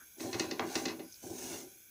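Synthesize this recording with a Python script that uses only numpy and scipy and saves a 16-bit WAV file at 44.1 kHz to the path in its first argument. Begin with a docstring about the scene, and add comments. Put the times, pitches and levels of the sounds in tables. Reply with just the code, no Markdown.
"""In a small kitchen, a wooden spatula stirs a moist chicken filling in a metal pan on a gas ring.
In the first stroke the blade judders over the pan and clacks against its wall, making metal and wood
ring; the second is a softer push through the food. The filling squelches and sizzles as it is turned,
a crowd of tiny clicks, and the burner hisses faintly throughout."""
import sys
import numpy as np
from scipy import signal
from scipy.fft import rfft, irfft
from scipy.io import wavfile
from scipy.ndimage import map_coordinates

SR = 44100
rng = np.random.default_rng(int(sys.argv[2]) if len(sys.argv) > 2 else 0)


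def inscribe(sig):
    """Save sig as 16-bit PCM at rate SR to the path in sys.argv[1].

    A 1-D sig is mono; a 2-D sig holds one channel per row.
    Samples are clipped to [-1, 1] before scaling.
    """
    pcm = np.round(np.clip(np.atleast_2d(sig).T, -1, 1) * 32767)
    wavfile.write(sys.argv[1], SR, pcm.astype(np.int16))


N = 83790
TIME = np.arange(N) / SR
CLACK_ROOM_DB, KNOCK_ROOM_DB, BOOM_ROOM_DB, SQUELCH_ROOM_DB = -6, -1, -18.5, -14.5   # echo levels
GRAINS_PER_S, GRAIN_SPREAD_DB = 14000, 3   # the tiny clicks of rubbing and squelching
BOOM_LAG_S = 0.00097   # the deep sound starts just after the hit

# bright ringing tones of the pan wall and blade: (pitch [Hz], width [Hz], level [dB])
PAN_HIGH_TONES = [(1126, 31, -1), (1426, 29, 0.5), (1817, 116, -0.5), (2043, 99, 5), (2562, 76, 4.5),
                  (2847, 150, 3), (3587, 160, 0), (3963, 230, -1.5), (4270, 225, 5), (4686, 180, -1.5),
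                  (4954, 110, 2.5), (5180, 56, -1), (5325, 150, 2.5), (5786, 204, 2), (6330, 227, 2.5),
                  (7160, 630, -5), (9260, 960, -15)]
# deep tones of the full pan on its stand: (pitch [Hz], width [Hz], level [dB])
PAN_LOW_TONES = [(50.5, 25, -37), (100.2, 16.4, -13.5), (175.3, 35.4, -11.5), (195, 11.7, -11.5),
                 (244.9, 22.4, -1), (269.9, 14, -1), (324.4, 18.2, 3.5), (366.3, 21, 1.5),
                 (405.4, 25.4, -4.5), (459, 41, -14), (558.5, 62, -10), (641, 91, -15.5),
                 (770.6, 31.3, -6.5), (774, 76, -11), (1001, 44, -21.5)]
# short-lived tones of the wooden spatula: (pitch [Hz], width [Hz], level [dB])
WOOD_TONES = [(433.8, 25, 11.5), (687, 149, 1.5), (789, 76, 4.5), (1000, 138, 3), (1174, 101, -4.5),
              (1427, 244, -4), (2175, 670, -6), (3300, 136, -3.5), (3760, 320, -9)]
# the spatula hits the pan:
# (time [s], bright clack [dB], wooden knock [dB], pan boom [dB], contact length [s], treble limit [Hz])
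HITS = [(.197, -49, -60, -41.5, 0.0055, 3000), (.204, -47, -49, -40, 0.0087, 10000),
        (0.3286, -39, -46.5, -43, 0.0092, 6900), (0.3433, -42.5, -41, -33, 0.0087, 6050),
        (0.3959, -31, -41.5, -30.5, .007, 11800), (.437, -54, -55, -36.5, 0.013, 4000),
        (0.5106, -37, -46.5, -33, 0.0059, 6540), (0.5947, -41.5, -31, -33, 0.0038, 6060),
        (0.7539, -31.5, -37.5, -31, 0.0075, 11800), (0.808, -51, -56, -48, .008, 4500),
        (0.8538, -35.5, -43.5, -36, 0.0084, 8000), (0.8822, -39.5, -42.5, -37.5, 0.01, 5470),
        (0.904, -50, -55, -45, .0038, 3500), (.994, -49, -54.5, -37.5, 0.0128, 3940)]


def spatula_hits():
    """Each hit rings the pan wall, the wood and the whole pan; food under the blade dulls the clack."""
    force = 0
    for time, db, _, _, length_s, top_hz in HITS:
        push = contacts([time], [db], chatter=2.9, chatter_s=length_s)
        force = force + soften(push + 1e-18, top_hz)
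    times, _, knock_db, boom_db, _, _ = np.transpose(HITS)
    clack = ring(force, PAN_HIGH_TONES)
    knock = ring(contacts(times, knock_db), WOOD_TONES)
    boom = ring(contacts(times + BOOM_LAG_S, boom_db), PAN_LOW_TONES)
    return (kitchen(clack, CLACK_ROOM_DB) + kitchen(knock, KNOCK_ROOM_DB, top_hz=2420)
            + kitchen(boom, BOOM_ROOM_DB))


# how hard the blade drags on the pan: (time [s], level [dB])
DRAG_LEVELS = [(0, -65.5), (.14, -110), (.165, -56), (.26, -38), (.31, -49.5), (.44, -44.5), (.58, -44.5),
               (.64, -38), (.715, -51.5), (.79, -45), (.84, -42.5), (1.04, -49.5), (1.11, -77),
               (1.205, -78), (1.23, -45), (1.4, -50), (1.525, -44.5), (1.595, -51.5), (1.645, -49.5),
               (1.69, -62.5), (1.9, -88)]
# the blade rubs through the food along the pan wall: (time [s], level [dB])
RUB_LEVELS = [(.18, -83), (.23, -54.5), (.32, -57), (.36, -58), (.44, -50), (.58, -61.5), (.68, -54.5),
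              (.745, -46.5), (.83, -54), (.91, -53), (1, -78), (1.22, -90), (1.35, -64), (1.43, -56),
              (1.54, -51.5), (1.65, -69.5), (1.75, -90)]


def scraping():
    """The blade sticks and slips, shaking the whole pan; finer rubbing rings its wall and the wood."""
    slips = grains(per_s=890, spread_db=-1) * level(DRAG_LEVELS)
    friction = grains(GRAINS_PER_S, GRAIN_SPREAD_DB) * level(RUB_LEVELS) * from_db(drift(rate_hz=59))
    judder = ring(slips, PAN_LOW_TONES)
    rub = ring(friction, PAN_HIGH_TONES) + ring(friction, WOOD_TONES)
    return kitchen(judder, BOOM_ROOM_DB) + kitchen(moving_echoes(rub), SQUELCH_ROOM_DB)


# the filling squelches as it is pushed about: (time [s], level [dB])
SQUELCH_LEVELS = [(0, -62), (.165, -63.5), (.21, -46.5), (.3, -52.5), (.37, -52.5), (.41, -50), (.49, -59),
                  (.58, -60.5), (.66, -56.5), (.755, -45), (.82, -48.5), (.93, -62), (1.08, -61.5),
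                  (1.2, -58.5), (1.24, -51.5), (1.35, -49), (1.44, -44.5), (1.525, -44.5), (1.605, -48),
                  (1.655, -58.5), (1.9, -65)]
# how strong the squelch is from low to high: (pitch [Hz], level [dB])
SQUELCH_COLOUR = [(200, 0), (900, -9), (1600, -4.5), (3000, -2.5), (4500, -1.5), (5700, 7.5), (6450, 12),
                  (7200, 3), (8300, 4), (11000, 0.5), (12700, -14), (13800, 0), (15000, 3.5)]
# moist bits of filling pop: (time [s], level [dB])
POPS = [(1.123, -52), (1.141, -54.5), (1.157, -61)]


def filling():
    """Wet crackle follows the stirring; between strokes come a few pops, each lower than the last."""
    stir = level(SQUELCH_LEVELS) * from_db(0.8 * drift(rate_hz=44))
    clicks = moving_echoes(grains(GRAINS_PER_S, GRAIN_SPREAD_DB))
    crackle = stir * coloured(clicks, SQUELCH_COLOUR)
    first_hz, width_hz, fall_octaves_per_s = 5970, 830, 9.1
    for time, db in POPS:
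        hz = first_hz * 2 ** (-fall_octaves_per_s * (time - POPS[0][0]))
        pop = contacts([time], [db], chatter=7.1, chatter_s=0.0094)
        crackle = crackle + ring(pop, [(hz, width_hz, 0)])
    return kitchen(crackle, SQUELCH_ROOM_DB)


# the blade shoves a heap of filling: (time [s], wooden thud [dB], stove thump [dB])
SHOVES = [(.237, -38, -49), (0.339, -64, -42), (.46, -62, -49.5), (0.761, -63, -54.5), (1.234, -49.5, -53),
          (1.296, -43.5, -47.5)]
# deep tones of the stove frame: (pitch [Hz], width [Hz], level [dB])
STOVE_TONES = [(95, 30, -3.5), (122.3, 9.7, 4.5)]


def shoves():
    """Pushes cushioned by food: the wood thuds and the stove frame thumps, both muffled."""
    times, thud_db, thump_db = np.transpose(SHOVES)
    thud = ring(contacts(times, thud_db, chatter=1.5, chatter_s=0.0218), WOOD_TONES)
    thump = ring(contacts(times + BOOM_LAG_S, thump_db), STOVE_TONES)
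    return soften(kitchen(thud, KNOCK_ROOM_DB) + thump, top_hz=730)


# the blade brushes the metal: (time of peak [s], fade time [s], pitch [Hz], level [dB])
GRAZES = [(.01, 0.032, 1550, -59), (1.095, 0.076, 4980, -66)]


def grazes(width_hz=310):
    """A light rub swells and fades, making one tone of the metal sing faintly."""
    out = 0
    for time, fade_s, hz, db in GRAZES:
        rub = rng.standard_normal(N) * np.exp(-((TIME - time) / fade_s) ** 2)
        out = out + from_db(db) * ring(rub, [(hz, width_hz, 0)])
    return out


# how strong the flame's hiss is from low to high: (pitch [Hz], level [dB])
FLAME_COLOUR = [(25, 2), (60, 11.5), (150, 11), (400, 2.5), (950, -8), (1300, -4.5), (1520, 17),
                (1900, -13), (2300, 15), (2950, -6), (3400, 11), (4200, -14), (6400, -3), (7600, -13),
                (10000, -7), (12300, 16.5), (13800, -6), (15100, 7.5)]
# thin whistles of the gas jet: (pitch [Hz], width [Hz], level [dB])
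JET_TONES = [(6490, 300, -3.5), (10550, 240, -9), (11050, 160, 3), (12480, 270, -1), (15400, 250, 0)]


def burner():
    """The flame hisses steadily and the gas jet adds thin whistles."""
    hiss = from_db(-61) * coloured(rng.standard_normal(N), FLAME_COLOUR)
    whistles = from_db(-61.5) * ring(rng.standard_normal(N), JET_TONES)
    return hiss + whistles


def moving_echoes(x, delays_s=(.0013, .0023), swing=0.072, gain=.8):
    """Echoes off the pan wall and stove top shift as the blade moves, so the tone colour glides."""
    out = x
    for delay_s in delays_s:
        lag = delay_s * SR * (1 + swing * drift(rate_hz=2.5))
        out = out + gain * map_coordinates(x, [np.arange(N) - lag], order=3)
    return out / np.sqrt(1 + len(delays_s) * gain ** 2)


def kitchen(x, echo_db, top_hz=None):
    """Add the room's short wash of echoes, whose treble dies first."""
    low_fade_s, high_fade_s = 0.26, 0.16   # time to fall by 60 dB
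    split_hz, delay_s = 2150, 0.0051
    t = TIME[:N // 4]
    noise = rng.standard_normal(len(t)) * (t > delay_s)
    low = signal.sosfilt(signal.butter(2, split_hz, fs=SR, output="sos"), noise)
    high = signal.sosfilt(signal.butter(2, split_hz, "high", fs=SR, output="sos"), noise)
    tail = low * from_db(-60 * t / low_fade_s) - high * from_db(-60 * t / high_fade_s)
    echo = from_db(echo_db) * signal.fftconvolve(x, tail / np.linalg.norm(tail))[:N]
    return x + (soften(echo, top_hz) if top_hz else echo)


def ring(x, tones):
    """A push makes an object ring: each tone swells and dies, and wider tones die sooner."""
    t, response = TIME[:N // 2], 0
    for k, (hz, width, db) in enumerate(tones):
        rate = np.pi * width / np.sqrt(np.sqrt(2) - 1)
        envelope = rate ** 2 * t * np.exp(-rate * t)
        response = response + (-1) ** k * from_db(db) * envelope * np.sin(2 * np.pi * hz * t)
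    return signal.fftconvolve(x, response / np.linalg.norm(response))[:N]


def contacts(times, levels_db, chatter=0, chatter_s=.001):
    """One sharp push per touch, plus a short buzz that is `chatter` times as strong."""
    force, t = np.zeros(2 * N), TIME[:N // 20]
    level_span_s = 0.0097   # a touch has the energy of its level held this long
    for time, db in zip(times, levels_db):
        touch = chatter * burst(np.exp(-(t / chatter_s) ** 2))
        touch[0] += 1
        start = int(time * SR)
        force[start:start + len(t)] += from_db(db) * np.sqrt(level_span_s * SR) * touch / np.linalg.norm(touch)
    return force[:N]


def burst(envelope):
    """A short puff of noise, evened out so that it shakes all pitches alike."""
    x = rng.standard_normal(len(envelope)) * envelope
    for _ in range(4):
        even = irfft(np.exp(1j * np.angle(rfft(x))), len(x))
        x = even * envelope ** 0.25
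    return x / np.linalg.norm(x)


def grains(per_s, spread_db):
    """Random clicks of uneven size."""
    sizes = from_db(spread_db * np.minimum(rng.exponential(1, N), 4)) * rng.choice([-1, 1], N)
    return unit_strength(sizes * (rng.random(N) < per_s / SR))


def soften(x, top_hz):
    """Take away the treble, as a soft contact does."""
    return signal.sosfilt(signal.butter(4, min(top_hz, SR / 3), fs=SR, output="sos"), x)


def coloured(x, colour):
    """Make some pitches of a sound stronger and others weaker."""
    hz, db = np.transpose(colour)
    pitches = np.fft.rfftfreq(N, 1 / SR) + 1
    gains = from_db(np.interp(np.log(pitches), np.log(hz), db))
    return unit_strength(irfft(rfft(x) * gains, N))


def drift(rate_hz):
    """A smooth random wobble, about 1 in size."""
    return coloured(rng.standard_normal(N), [(rate_hz, 0), (rate_hz * 10, -60)])


def level(rows):
    """Join (time [s], level [dB]) points into a volume curve."""
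    return from_db(np.interp(TIME, *np.transpose(rows)))


def unit_strength(x):
    """Scale to an average strength (rms) of 1."""
    return x / np.sqrt(np.mean(x ** 2) + 1e-20)


def from_db(db):
    """Turn decibels into a multiplier."""
    return 10 ** (np.asarray(db) / 20)


def scene():
    """Spatula, filling and burner, heard from just above the stove."""
    return (spatula_hits() + shoves() + grazes() + scraping() + filling() + burner())[None]


def record(dry, bass_hz=45, top_hz=15550):
    """The microphone loses the deepest bass; the highest treble is cut steeply."""
    thin = signal.sosfilt(signal.butter(2, bass_hz, "high", fs=SR, output="sos"), dry)
    return signal.sosfilt(signal.ellip(12, .2, 70, top_hz, fs=SR, output="sos"), thin)


dry = scene()
out = record(dry)
inscribe(out)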